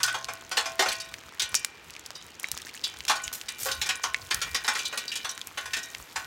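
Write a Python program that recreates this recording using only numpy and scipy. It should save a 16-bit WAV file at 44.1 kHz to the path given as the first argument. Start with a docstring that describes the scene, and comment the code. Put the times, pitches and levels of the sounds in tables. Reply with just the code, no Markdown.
"""Fine fizz, a fading low tone and, at once, a volley of ringing bursts: batter fries in a steel saucepan of hot oil.
The place is outdoors, in front of a sheet-metal wind shield; burner and open air rush evenly behind the pan.
Steam pockets burst in the oil and set the metal ringing; droplets sputter and small bubbles snap dryly.
After three seconds a new piece drips and slides in with a bright hiss.
A light breeze and a few low puffs brush the microphone."""
import sys
import numpy as np
from scipy import signal
from scipy.fft import irfft
from scipy.io import wavfile

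SR = 44100
rng = np.random.default_rng(int(sys.argv[2]) if len(sys.argv) > 2 else 0)


def pcm_store(signal):
    """Save signal as 16-bit PCM."""
    levels = np.round(np.clip(np.atleast_2d(signal), -1, 1) * 32767)
    wavfile.write(sys.argv[1], SR, levels.astype(np.int16).T)


N = 276066


def gain_of(db):
    """Amplitude factor of a level in dB."""
    return 10 ** (np.asarray(db) / 20)


def evened(x):
    """The same sound at rms 1."""
    return x / np.sqrt(np.mean(x ** 2) + 1e-20)


def read(points, hz):
    """A spectrum in dB, joined on a log-frequency axis."""
    f, value = np.transpose(points)
    return np.interp(np.log(hz + 1), np.log(f + 1), value)


def level(curve):
    """A dB curve over time as a gain for every sample."""
    return gain_of(np.interp(np.arange(N) / SR, *np.transpose(curve)))


def add(mix, s, sound):
    """Lays a sound into the mix at s seconds, cut off at the end of the mix."""
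    part = mix[max(round(s * SR), 0):][:len(sound)]
    part += sound[:len(part)]


def dying(t, t60):
    """Exponential decay that falls 60 dB in t60 seconds."""
    return np.exp(-np.log(1000) * t / t60)


def causal(db_at, size=2048):
    """Minimum-phase impulse response with the shape of a dB spectrum, scaled to energy 1."""
    hz = abs(np.fft.fftfreq(size, 1 / SR))
    log_gain = np.log(gain_of(db_at(hz)))
    minimum_phase = np.exp(np.conj(signal.hilbert(log_gain)))
    response = np.fft.ifft(minimum_phase).real[:size // 2]
    return response / np.linalg.norm(response)


def coloured(x, spectrum):
    """Filters x by a spectrum; rms 1."""
    response = causal(lambda hz: read(spectrum, hz), size=8192)
    return evened(signal.oaconvolve(x, response)[:len(x)])


def cavity(hz, pitch_hz, q, slope, leak_db=-20):
    """dB spectrum of a bursting bubble: weak below its resonance, sloping above, dull at the very top."""
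    r = hz / pitch_hz
    resonance = r ** 4 / ((1 - r ** 2) ** 2 + (r / q) ** 2) + gain_of(leak_db) ** 2
    ends = [(60, -56), (200, 4), (400, 6.5), (6500, 1.5), (9500, -6.5), (16000, -17.5)]  # f/Hz, level/dB
    tilt_db = slope * np.log2(1 + r ** 2) / 2
    return 10 * np.log10(resonance) + tilt_db + read(ends, hz)


def strong_few(most):
    """Random strength for every sample: mostly small, now and then large, never above most."""
    return np.minimum(rng.exponential(1, N), most)


def crackle(per_s, spread_db, q, low_hz, high_hz, count=14):
    """A swarm of tiny bubbles of many pitches, most faint and a few strong; rms 1."""
    out = np.zeros(N)
    for pitch_hz in np.geomspace(low_hz, high_hz, count):
        strength_db = spread_db * strong_few(3)
        clicks = gain_of(strength_db) * (rng.random(N) < per_s / count / SR)
        bubble = causal(lambda hz: cavity(hz, pitch_hz, q, slope=2.5), size=512)
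        out += signal.oaconvolve(clicks, bubble)[:N]
    return evened(out)


# Rise and fall of the fine bubbling round the food: t/s, level/dB
FIZZ_LEVEL = [(0, -53.5), (1.2, -50), (1.8, -60), (2.3, -53), (2.65, -43.5), (3, -50.5), (3.5, -51.5),
              (5, -45), (5.5, -55.5), (6.26, -51.5)]
# Spectrum of its close prickle: f/Hz, level/dB
FIZZ_COLOUR = [(300, 12), (700, 1.5), (2500, -15), (7000, -15.5), (11000, -20), (16000, -5)]


def fizz(fizz_db=-4, bubbles_db=-4, pinpricks_db=-11):
    """Steam leaves the food: a close prickle, rounder bubbles that stand out of it, and the finest bright ticks."""
    swarm = crackle(per_s=500, spread_db=10.5, q=3.4, low_hz=1080, high_hz=8950)
    prickle = gain_of(fizz_db) * coloured(swarm, FIZZ_COLOUR)
    rounder = crackle(per_s=140, spread_db=4.5, q=10, low_hz=1600, high_hz=7130)
    ticks = crackle(per_s=29, spread_db=7.5, q=1.4, low_hz=8000, high_hz=14000, count=4)
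    return level(FIZZ_LEVEL) * (prickle + gain_of(bubbles_db) * rounder + gain_of(pinpricks_db) * ticks)


def hum(hz=121.0, db=-53, t60=2.5):
    """A faint low sine tone dies away exponentially from the start."""
    t = np.arange(N) / SR
    return gain_of(db) * np.sin(2 * np.pi * hz * t) * dying(t, t60)


# A light breeze on the microphone, whose level wavers by this rms, at random rates up to this one
BREEZE_DB, BREEZE_WAVER_DB, BREEZE_WAVER_HZ = -64.5, 6.5, 13
# Soft low puffs of air, as from a hand moving near the microphone:
# t/s of the crest, level/dB, half width/s (where the puff is down to 1/e)
PUFFS = [(3.1, -67, .2), (3.8, -51.5, 0.12), (4.24, -49.5, 0.049), (4.369, -43, 0.028), (4.5, -52, 0.076),
         (5.7, -61, 0.085)]


def air_strength(count=20):
    """The breeze wavers by chance; each puff of air rises and falls on top of it."""
    t = np.arange(N) / SR
    waver = np.zeros(N)
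    for share, phase in rng.random((count, 2)):
        waver += np.sin(2 * np.pi * (BREEZE_WAVER_HZ * share * t + phase))
    puffs = sum(gain_of(db) * np.exp(-((t - s) / width_s) ** 2) for s, db, width_s in PUFFS)
    return gain_of(BREEZE_DB + BREEZE_WAVER_DB * evened(waver)) + puffs


RUSH_DB = -52
# Spectrum of burner and open air: f/Hz, level/dB
RUSH_COLOUR = [(20, -40), (45, -9), (80, -2), (170, -3), (480, -1), (640, -6), (800, -2), (1400, -2),
               (2600, -3), (4500, -10), (7500, -17), (10000, -26), (16000, -32)]
# Spectrum of breeze and puffs at the microphone: f/Hz, level/dB
BREEZE_COLOUR = [(25, -34), (45, -3), (70, 2), (100, -1.5), (170, -9.5), (300, -36), (700, -26)]


def outdoors():
    """Coloured noise: the even rush of burner and open air, and the low rumble of breeze and puffs."""
    rush, rumble = rng.standard_normal((2, N))
    return gain_of(RUSH_DB) * coloured(rush, RUSH_COLOUR) + air_strength() * coloured(rumble, BREEZE_COLOUR)


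def struck(modes, t, spread_db):
    """Modes struck at a random place, which decides how strongly each one answers; starts at about rms 1."""
    hz, db, t60 = np.transpose(modes)
    weights = gain_of(db + spread_db * rng.standard_normal(len(hz)))
    turns = hz[:, None] * t + rng.random((len(hz), 1))
    decay = dying(t.astype(np.float32), t60[:, None].astype(np.float32))
    ring = np.sin((2 * np.pi * turns).astype(np.float32)) * decay
    return np.sqrt(2) * (weights @ ring) / np.linalg.norm(weights)


def clang(t, t60, gap_hz=55, spread_db=5.5, lumps_db=3, lump_hz=260, treble_life=0.76,
          linger_db=-17, linger_t60=0.38):
    """The metal's crowd of short modes, uneven in strength; treble dies at its own rate, a faint part lingers."""
    hz = np.fft.rfftfreq(len(t), 1 / SR)
    knots = np.arange(0, SR / 2, lump_hz)
    lumps = np.interp(hz, knots, rng.standard_normal(len(hz))[:len(knots)])
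    treble = 1 / (1 + (6000 / (hz + 1)) ** 4)

    def crowd(share):
        """Random modes, denser with pitch, in the given share of the spectrum's power."""
        present = rng.random(len(hz)) < hz[1] / gap_hz * (1 + hz / 4000)
        weights = present * gain_of(lumps_db * lumps + spread_db * rng.standard_normal(len(hz)))
        lines = weights * np.exp(2j * np.pi * rng.random(len(hz)))
        return evened(irfft(lines * np.sqrt(share))) * np.sqrt(share.mean())

    body = crowd(1 - treble) * dying(t, t60)
    bright = crowd(treble) * dying(t, t60 * treble_life)
    lingering = gain_of(linger_db) * crowd((1 - treble) ** 2) * dying(t, linger_t60)
    return body + bright + lingering


# Small, high cavities die sooner and ring the pan less; decay and ring level below hold at MID_HZ
MID_HZ = 1000
BURST_T60_S, T60_POWER = 0.16, -0.28  # decay time, its power of pitch
# The pan's ring for a burst of 0 dB, the share of the burst's dB that it follows, its change with pitch
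RING_DB, RING_FOLLOWS, RING_DB_PER_OCTAVE = -25, 0.47, -1.86
# Treble slope above the cavity pitch, in dB per octave: a base for Q 1, and a rise with sharpness
BURST_SLOPE_DB, SLOPE_DB_PER_DOUBLING_Q = -2.5, 0.47
# Extra slope of a small burst at SMALL_HZ; it goes with the square of pitch
SMALL_SLOPE_DB, SMALL_HZ = 3.5, 5000
SHIELD_T60_S = 0.24
# Strongest modes of the thin wind shield: f/Hz, level/dB
SHIELD_MODES = [(432, -3), (538, -2), (758, 1), (844, 1), (1105, 1), (1290, 0), (1470, 2), (1799, 2),
                (2421, 3), (3383, 0), (3571, 0)]
# Long modes of the steel pan: f/Hz, level/dB, t60/s
PAN_MODES = [(662, 0, 1.15), (758, 2, .3), (904, 0, .25), (1061, 0, .6), (1136, 0, .3), (1410, -3, .5),
             (1484, 0, .75), (1530, 0, .45), (1663, -1, .35), (1799, -2, .35), (1866, -4, .7),
             (1908, -1, .55), (2363, 0, .95), (2480, -4, .5), (2730, -2, .35), (2940, 0, .4),
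             (3085, -2, .4), (3735, -1, .35), (3897, 0, .4)]
# Steam bursts in the oil: t/s, level/dB, cavity pitch f/Hz, sharpness Q, centre of the pan modes struck f/Hz
STEAM_BURSTS = [(.001, -31, 1240, 2.9, 1390), (.032, -16, 4600, 1.3, 1600), (0.035, -21.5, 1480, 14, 1560),
                (0.078, -21, 1390, 4.1, 1500), (.142, -24, 800, 2, 1040), (.284, -29.5, 940, 1.2, 1200),
                (.513, -25.5, 830, 0.48, 1190), (0.57, -14.5, 930, 1.2, 1240), (.656, -26, 844, .8, 850),
                (.792, -15, 603, 0.39, 740), (0.821, -19.5, 810, 5.5, 800), (.858, -24.5, 590, 0.47, 1900),
                (.885, -21, 3980, 2.3, 2280), (.917, -26, 2600, 1, 2530), (1, -29.5, 4760, 2.2, 3750),
                (1.3953, -19.5, 3430, 2, 1530), (1.418, -20.5, 3340, 1, 2900),
                (1.552, -19, 5700, 4.6, 2560), (2.151, -34, 4860, 18, 3640), (2.443, -41, 1970, 0.5, 4000),
                (2.838, -21, 3780, 4.5, 3100), (3.08, -19.5, 2560, 0.64, 2720),
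                (3.095, -14, 1020, 1.8, 1220), (3.154, -31, 1610, 0.17, 1670),
                (3.236, -27.5, 6860, 9.3, 3000), (3.483, -29.5, 2070, 1, 3000),
                (3.656, -25.5, 460, 3.5, 1340), (3.683, -27.5, 980, 1.3, 1280),
                (3.714, -23.5, 4000, 1.5, 3700), (3.814, -20, 2080, 0.76, 1980),
                (3.859, -29, 1850, 0.44, 1710), (3.89, -18, 1610, .7, 1850), (4.034, -24, 5640, 3.9, 3020),
                (4.038, -20.5, 1070, 6.7, 1170), (4.308, -18.5, 1440, 1.54, 1750),
                (4.415, -21.5, 2020, 0.5, 2000), (4.545, -19, 1830, .65, 1820),
                (4.644, -27.5, 1260, 0.43, 1800), (4.678, -15.5, 1140, 1.4, 1240),
                (4.751, -24.5, 1060, 0.55, 1680), (4.79, -25, 2800, 1.8, 2800),
                (4.852, -23, 3800, 4.8, 3730), (4.925, -30.5, 540, 1.5, 1900),
                (4.974, -23, 2830, 0.29, 3400), (5.079, -27, 4680, 32, 4500), (5.116, -27, 2770, 2.5, 2680),
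                (5.154, -25, 2960, 0.61, 2800), (5.245, -26, 1270, 0.94, 1310),
                (5.291, -25.5, 5630, 4.5, 3770), (5.573, -26, 780, .9, 1340),
                (5.655, -33.5, 1400, 0.28, 1740), (5.733, -21, 1940, 1.8, 1880),
                (5.766, -27.5, 1510, 0.3, 1690), (5.83, -31.5, 5800, 3.2, 3800),
                (6.158, -24, 1180, 1.2, 1350)]


def bursts(shield_db=-19, shield_spread_db=5, shield_detune=0.0088, pan_spread_db=2,
           focus_db=15, focus_power=0.26, rise_s=0.0016, size=32768):
    """Each steam burst shakes shield and pan, coloured by the cavity that it opens in the oil."""
    out, t = np.zeros(N), np.arange(size) / SR
    short = t[:size // 2]
    for s, db, pitch_hz, q, centre_hz in STEAM_BURSTS:
        height = pitch_hz / MID_HZ
        slope = BURST_SLOPE_DB + SLOPE_DB_PER_DOUBLING_Q * np.log2(q)
        slope += SMALL_SLOPE_DB * (pitch_hz / SMALL_HZ) ** 2

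        shield = [(hz * (1 + shield_detune * rng.standard_normal()), mode_db, SHIELD_T60_S)
                  for hz, mode_db in SHIELD_MODES]
        metal = clang(short, BURST_T60_S * height ** T60_POWER)
        metal += gain_of(shield_db) * struck(shield, short, shield_spread_db)
        metal *= 1 - np.exp(-short / rise_s)
        colour = causal(lambda hz: cavity(hz, pitch_hz, q, slope))
        add(out, s, gain_of(db) * signal.fftconvolve(metal, colour))

        # the pan sings on, most in the modes near the centre; a sharper burst picks out fewer of them
        ring_db = RING_DB + RING_FOLLOWS * db + RING_DB_PER_OCTAVE * np.log2(height)
        loss_per_octave = focus_db * q ** focus_power
        pan = [(hz, mode_db - loss_per_octave * abs(np.log2(hz / centre_hz)), t60)
               for hz, mode_db, t60 in PAN_MODES]
        ring = struck(pan, t, pan_spread_db) * (1 - np.exp(-t / rise_s))
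        add(out, s, gain_of(ring_db) * ring)
    return out


def sputter(db=-12, per_s=75, life_s=0.046, ring_t60=0.031, q=7, spread_db=2.0, count=20, size=4096):
    """Each burst throws up droplets that fall back and pop, weaker where their pitch is below their parent's."""
    out, t = np.zeros(N), np.arange(size) / SR
    flight = np.exp(-np.arange(SR // 2) / SR / life_s)
    for pitch_hz in np.geomspace(700, 9500, count):
        thrown = np.zeros(N)
        for s, burst_db, parent_hz, *_ in STEAM_BURSTS:
            add(thrown, s, gain_of(burst_db) * min(pitch_hz / parent_hz, 1) ** 2 * flight)
        # chance pops at an even rate, heard as far as droplets are in flight
        pops = (rng.random(N) < per_s / count / SR) * gain_of(spread_db * strong_few(2))
        ring = signal.lfilter(*signal.iirpeak(pitch_hz, q, fs=SR), rng.standard_normal(size))
        out += signal.oaconvolve(pops * thrown, evened(ring) * dying(t, ring_t60))[:N]
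    return gain_of(db) * out


# Scatter of the faint snaps: level and pitch either way, round this pitch and sharpness
PATTER_SPREAD_DB, PATTER_HZ, PATTER_OCTAVES, PATTER_Q = 5.0, 5100, 1, 2.5
# Spells of faint snaps at random: start t/s, end t/s, snaps per s, level/dB
PATTER = [(0, 6.26, 13, -39.5), (2.4, 2.7, 35, -44)]


def faint_snaps(most=400):
    """Rows like those of LOUD_SNAPS for the small bubbles that break at random."""
    rows = []
    for start, end, per_s, db in PATTER:
        draws = rng.uniform(-1, 1, (most, 4))[:round(per_s * (end - start))]
        for when, force, pitch, sharp in draws:
            s = start + (end - start) * (when + 1) / 2
            pitch_hz = PATTER_HZ * 2 ** (PATTER_OCTAVES * pitch)
            rows.append((s, db + PATTER_SPREAD_DB * force, pitch_hz, PATTER_Q * 2 ** sharp))
    return rows


# Treble slope in dB per octave, at Q 1 and its change: a dry snap is bright, a round plop is dark
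SNAP_SLOPE_DB, SNAP_SLOPE_DB_PER_DOUBLING_Q = 5, -3.5
# The loudest surface bubbles snapping: t/s, level/dB over 1 ms, cavity pitch f/Hz, sharpness Q
LOUD_SNAPS = [(0.0321, -11, 4040, 2.5), (.245, -23.5, 3650, 2.6), (0.3365, -26, 6900, 0.23),
              (1.1409, -25, 2220, 3.3), (1.5442, -13.5, 1400, 1.4), (1.552, -6.5, 6260, 1.8),
              (1.6474, -12.5, 1750, 1.05), (1.9062, -34.5, 2000, 1.04), (1.965, -31.5, 2190, 3.4),
              (2.0629, -29.5, 5470, 1.4), (2.1057, -29, 740, 2.3), (2.3985, -29, 9900, 1.8),
              (2.4318, -28, 5630, 0.49), (2.443, -17.5, 2090, 9), (2.4867, -30.5, 900, 1.2),
              (2.516, -16, 3630, 0.63), (2.576, -25, 2500, 1.3), (2.6186, -32.5, 5500, 1.3),
              (2.6847, -37, 2200, 2.5), (2.752, -34, 1500, 0.57), (3.0058, -26.5, 2740, 5.5),
              (3.052, -27, 2070, 1.2), (3.2792, -22, 2600, 3), (3.4137, -27, 2800, 2),
              (3.4903, -24.5, 4800, 1.4), (3.634, -22, 8200, 2.9), (3.956, -28, 6500, 5.5),
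              (4.0402, -17, 1070, 3.3), (4.1451, -12, 2160, 7.3), (4.3453, -12.5, 3000, .55),
              (5.0817, -24, 4750, 12), (5.3778, -28, 1500, 2), (5.4149, -24, 3440, 3.7),
              (5.4721, -26.5, 10400, .9), (5.949, -24, 2130, 3.7)]


def snaps(scatter_db=-3, scatter_t60=0.015, wall_db=-17, wall_t60=0.14, size=4096):
    """A bubble's film breaks: a few cycles of its cavity, with faint echoes from the pan wall."""
    out, t = np.zeros(N), np.arange(size) / SR
    millisecond = SR / 1000  # in samples
    for s, db, pitch_hz, q in LOUD_SNAPS + faint_snaps():
        slope = SNAP_SLOPE_DB + SNAP_SLOPE_DB_PER_DOUBLING_Q * np.log2(q)
        paths = signal.unit_impulse(size)  # the direct path
        for echo_db, t60 in ((scatter_db, scatter_t60), (wall_db, wall_t60)):
            echoes = rng.standard_normal(size) * dying(t, t60)
            paths = paths + gain_of(echo_db) * echoes / np.linalg.norm(echoes)
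        snap = signal.fftconvolve(paths, causal(lambda hz: cavity(hz, pitch_hz, q, slope)))
        add(out, s, gain_of(db) * np.sqrt(millisecond) * snap / np.linalg.norm(snap))
    return out


# The new piece heats through after the last dip: its hiss grows to this level in this time
HISS_DB, HISS_GROWTH_S = -56.5, 2.5
SEAR_ATTACK_SHARE, SEAR_T60_S = 0.39, 0.24  # the rise takes this share of the hold; decay after the hold
# Spectrum of the flashing steam: f/Hz, level/dB
SEAR_COLOUR = [(400, -18), (1500, -14.5), (3500, -9), (7000, -4.5), (10000, -9), (14000, -5.5),
               (16000, -18)]
# Wet batter meets the oil, first a drip and then the piece: t/s, level/dB, hold/s
DIPS = [(3.326, -33.5, 0.01), (3.575, -34, 0.094)]


def sear():
    """Water on fresh batter flashes to steam: a bright, dense hiss at each dip, then a faint one that grows."""
    t = np.arange(N) / SR
    spray = rng.standard_normal(N) * gain_of(4.5 * strong_few(4))
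    spray *= rng.random(N) < 7000 / SR  # 7000 flashes a second
    last_dip_s = DIPS[-1][0]
    steam = gain_of(HISS_DB) * np.clip((t - last_dip_s) / HISS_GROWTH_S, 0, 1)
    for s, db, hold_s in DIPS:
        rise = np.minimum(t / (SEAR_ATTACK_SHARE * hold_s), 1)
        fall = dying(np.maximum(t - hold_s, 0), SEAR_T60_S)
        add(steam, s, gain_of(db) * rise * fall)
    return steam * coloured(spray, SEAR_COLOUR)


def scene():
    """Pan, oil, burner and moving air summed at one microphone."""
    return (bursts() + sputter() + snaps() + fizz() + sear() + outdoors() + hum())[None]


def record(dry, lowest_hz=38, ceiling=0.55, edge_hz=16050):
    """The recorder cuts the lowest bass, rounds off the sharpest peaks and limits the band."""
    dry = signal.sosfilt(signal.butter(4, lowest_hz, "high", fs=SR, output="sos"), dry)
    rounded = ceiling * np.tanh(dry / ceiling)
    band = signal.firwin(511, edge_hz, window=("kaiser", 9), fs=SR)
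    return signal.oaconvolve(rounded, band[None], "same")


dry = scene()
out = record(dry)
pcm_store(out)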